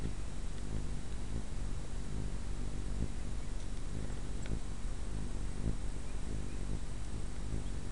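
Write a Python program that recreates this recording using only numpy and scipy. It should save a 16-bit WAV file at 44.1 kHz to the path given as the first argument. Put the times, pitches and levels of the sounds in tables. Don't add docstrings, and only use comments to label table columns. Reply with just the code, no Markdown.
import sys
import numpy as np
from scipy import signal
from scipy.fft import rfft, irfft
from scipy.io import wavfile

SR = 44100
rng = np.random.default_rng(int(sys.argv[2]) if len(sys.argv) > 2 else 0)


def digitize_waveform(pressure):
    field = np.atleast_2d(pressure).T
    bounded = np.clip(field, -1, 1)
    quanta = np.round(bounded * 32767).astype(np.int16)
    wavfile.write(sys.argv[1], SR, quanta)


N = 348831
TIME = np.arange(N) / SR

# (frequency [Hz], level [dB])
SNAP_SPECTRUM = [(50, 0.5), (100, -7), (150, -2), (195, -6.5), (245, -3.5), (295, -12), (390, -12.5),
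                 (500, -20), (650, -30.5), (1000, -36)]
# (time [s], effort above hovering [dB])
RETREAT_BURSTS = [(0.055, 12.5), (1.366, 13), (3.03, 12.5), (4.536, 12.5), (5.683, 13.5), (6.741, 11)]
# (time [s], effort above hovering [dB], swell time [s])
DART_SWELLS = [(0.739, 7.5, 0.074), (2.17, 6.5, 0.071), (3.99, 6.5, 0.079), (5.17, 6, .06),
               (6.34, 6.5, .09), (7.155, 8, .035), (7.549, 7.5, .06)]
# (time [s], length [s], start pitch [Hz], end pitch [Hz], level [dB])
BIRD_SQUEAKS = [(4.116, 0.02, 7650, 7600, -57), (4.42, .022, 7670, 7650, -52.5)]
# (time [s], peak level [dB], brightness [Hz], 60 dB decay time [s])
FEEDER_TAPS = [(0.041, -46.5, 2100, 0.19), (0.582, -43, 2400, 0.02), (.764, -43.5, 1500, 0.022),
               (1.124, -44, 3200, .012), (1.846, -42.5, 450, 0.045), (3.601, -43.5, 6000, 0.093),
               (3.625, -46.5, 3500, 0.054), (3.7727, -40, 4400, 0.0097), (4.025, -47, 1800, 0.049),
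               (4.044, -41.5, 750, .04), (4.1, -39, 744, 0.016), (4.122, -47, 1000, 0.018),
               (4.174, -42.5, 1699, 0.01), (4.4588, -32, 1660, 0.014), (7.047, -44.5, 6310, 0.022),
               (7.363, -46, 1900, 0.021)]
# (frequency [Hz], width [Hz], relative level [dB])
FEEDER_MODES = [(465, 210, 20.5), (840, 210, 5), (1430, 300, 3.5), (1940, 510, 4), (3480, 1500, -0.5),
                (6040, 1300, -2), (8400, 2200, -5.5)]
# (time [s], length [s], start pitch [Hz], end pitch [Hz], level [dB])
FAR_WHISTLES = [(.14, 0.21, 2400, 2770, -71), (2.42, 0.043, 1850, 1760, -65.5),
                (3.06, .04, 2040, 2070, -68), (3.18, 0.039, 2080, 1990, -64),
                (3.18, 0.079, 2450, 2640, -70), (3.405, 0.047, 2260, 2230, -64),
                (3.46, 0.037, 2010, 2000, -64), (4.07, 0.062, 1880, 1810, -67),
                (6.06, 0.064, 2280, 2525, -64.5), (6.47, .1, 2310, 2652, -65.5),
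                (7.645, 0.058, 3020, 3583, -63.5)]
# (time [s], level [dB])
TRILL_FADE = [(0, -75), (3, -82), (4.3, -73.5), (5.5, -70.5), (7.68, -70), (7.76, -80)]
# (frequency [Hz], relative level [dB])
LOW_BED_SPECTRUM = [(3, -45), (10, -5), (19, -4.5), (28, 1.5), (39, -16.5), (56, -9), (80, -15), (150, -20.5),
                    (260, -25.5), (500, -33), (900, -36), (1950, -41.5), (2700, -47.5), (6000, -66.5)]
# (frequency [Hz], relative level [dB])
HISS_SPECTRUM = [(100, -8), (3500, 3), (5000, 2), (7200, 2), (7900, 5), (8600, 1.5), (9500, 2.5),
                 (10300, -2.5), (10800, -11)]
# (frequency [Hz], level [dB])
WHINE_TONES = [(3892, -74), (5599, -80), (7402, -79), (7520, -82), (7790, -80), (9598, -79), (10637, -90)]


def wings(push=2.13, lift_db=-47, swish_db=-17.0, harmonics=17):
    beat_hz, level_db = flight()
    beats = np.cumsum(beat_hz * (1 + .008 * drift(25))) / SR

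    def lobe(at, width):
        from_peak = (beats - at + .5) % 1 - .5
        return np.exp(-.5 * (from_peak / width) ** 2)

    swell = push * lobe(at=-.24, width=.1)
    snap = sum(colour(SNAP_SPECTRUM, k * beat_hz) * np.cos(2 * np.pi * k * beats)
               for k in range(1, harmonics + 1))
    feathers = noise([(60, -11), (300, 14), (550, 4.5), (900, -4.5), (2000, -8), (6000, -33)])
    swish = gain_of(swish_db) * feathers * evened(lobe(at=.019, width=.24))
    throb = swell - swell.mean() - snap + swish
    lift = np.sin(2 * np.pi * (beats + .5))
    uneven_db = .94 * drift(19)
    return gain_of(level_db + uneven_db) * throb + gain_of(lift_db) * lift


def flight(hover_hz=48.14, hz_per_db=.78, sipping_db=-49.5, away_db=-2, travel_s=.084):
    effort_db, away = np.zeros(N), np.zeros(N)
    for s, db, swell_s in DART_SWELLS:
        effort_db += db * surge(s, swell_s)
    for s, db in RETREAT_BURSTS:
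        effort_db += db * surge(s, width_s=.035)
        effort_db -= 2.5 * surge(s + .082, width_s=.06)
        next_retreat_s = min((at for at, _ in RETREAT_BURSTS if at > s), default=np.inf)
        back_s = max(at for at, *_ in DART_SWELLS if at < next_retreat_s)
        away += np.clip(np.minimum(TIME - s, back_s - TIME) / travel_s, 0, 1)
    beat_hz = hover_hz + hz_per_db * effort_db + .3986 * drift(4.88)
    level_db = sipping_db + effort_db + away_db * away + .9 * drift(4.7)
    return beat_hz, level_db


def chirps(notes, waver):
    out, wobble = np.zeros(N), 1 + waver * drift(250)
    for s, length_s, start_hz, end_hz, db in notes:
        count = int(length_s * SR)
        hz = np.linspace(start_hz, end_hz, count) * wobble[int(s * SR):][:count]
        tone = np.sqrt(2) * np.sin(2 * np.pi * np.cumsum(hz) / SR)
        add(out, s, gain_of(db) * tone * signal.windows.tukey(count, .7))
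    return out


def feeder_taps():
    out, t = np.zeros(N), np.arange(4000) / SR
    for s, db, bright_hz, t60 in FEEDER_TAPS:
        contact = rng.standard_normal(len(t)) * gain_of(-60 * t / t60)
        tap = np.zeros(len(t))
        for k, (hz, width_hz, mode_db) in enumerate(FEEDER_MODES):
            reach_db = -4.5 * np.log2(hz / bright_hz) ** 2
            tap += (-1) ** k * gain_of(mode_db + reach_db) * ring(contact, hz, width_hz)
        add(out, s, gain_of(db) * tap / abs(tap).max())
    return out


def among_trees(x, wet_db=-7, t60=.53):
    t = np.arange(SR // 2) / SR
    tail = rng.standard_normal(len(t)) * gain_of(-60 * t / t60)
    return x + gain_of(wet_db) * signal.fftconvolve(x, tail / np.linalg.norm(tail))[:N]


def insect(pitch_hz=8290, waver=.0094):
    level_db = np.interp(TIME, *np.transpose(TRILL_FADE))
    strokes_per_s = 29.8 * (1 + .008 * drift(3))
    strokes = (.5 + .5 * np.cos(2 * np.pi * np.cumsum(strokes_per_s) / SR)) ** 2
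    hz = pitch_hz * (1 + waver * drift(187))
    tone = np.sin(2 * np.pi * np.cumsum(hz) / SR)
    return gain_of(level_db + 2.4 * drift(19)) * evened(strokes * tone)


def low_bed(level_db=-41):
    return noise(LOW_BED_SPECTRUM) * gain_of(level_db)


def electronics(hiss_db=-59, fuzzy_db=-76):
    whine = sum(gain_of(db) * np.sqrt(2) * np.sin(2 * np.pi * (hz * TIME + rng.random()))
                for hz, db in WHINE_TONES)
    fuzzy = evened(ring(rng.standard_normal(N), hz=6915, width_hz=70))
    return gain_of(hiss_db) * noise(HISS_SPECTRUM) + whine + gain_of(fuzzy_db) * fuzzy


def gain_of(db):
    return 10 ** (np.asarray(db) / 20)


def evened(x):
    return x / np.sqrt(np.mean(x ** 2) + 1e-20)


def add(mix, s, sound):
    part = mix[max(round(s * SR), 0):][:len(sound)]
    part += sound[:len(part)]


def colour(points, hz):
    point_hz, db = np.transpose(points)
    return gain_of(np.interp(np.log(hz + 1), np.log(point_hz), db))


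def noise(points):
    eq = colour(points, np.fft.rfftfreq(N, 1 / SR))
    return evened(irfft(rfft(rng.standard_normal(N)) * eq, N))


def drift(hz):
    roll_off = np.exp(-(np.fft.rfftfreq(N, 1 / SR) / hz) ** 2)
    return evened(irfft(rfft(rng.standard_normal(N)) * roll_off, N))


def surge(s, width_s):
    return np.exp(-((TIME - s) / width_s) ** 2)


def ring(x, hz, width_hz):
    radius = np.exp(-np.pi * width_hz / SR)
    pole = radius * np.exp(2j * np.pi * hz / SR)
    for _ in range(2):
        x = 2 * signal.lfilter([1 - radius], [1, -pole], x).real
    return x


def scene():
    near = wings() + feeder_taps() + chirps(BIRD_SQUEAKS, waver=.013)
    far = low_bed() + among_trees(chirps(FAR_WHISTLES, waver=.006)) + insect()
    return (near + far)[None]


def record(dry):
    cutoff_hz, dc_offset = 10980, -.0138
    low_pass = signal.firwin(301, cutoff_hz, window=("kaiser", 8), fs=SR)
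    return signal.oaconvolve(dry + electronics(), low_pass[None], "same") + dc_offset


dry = scene()
out = record(dry)
digitize_waveform(out)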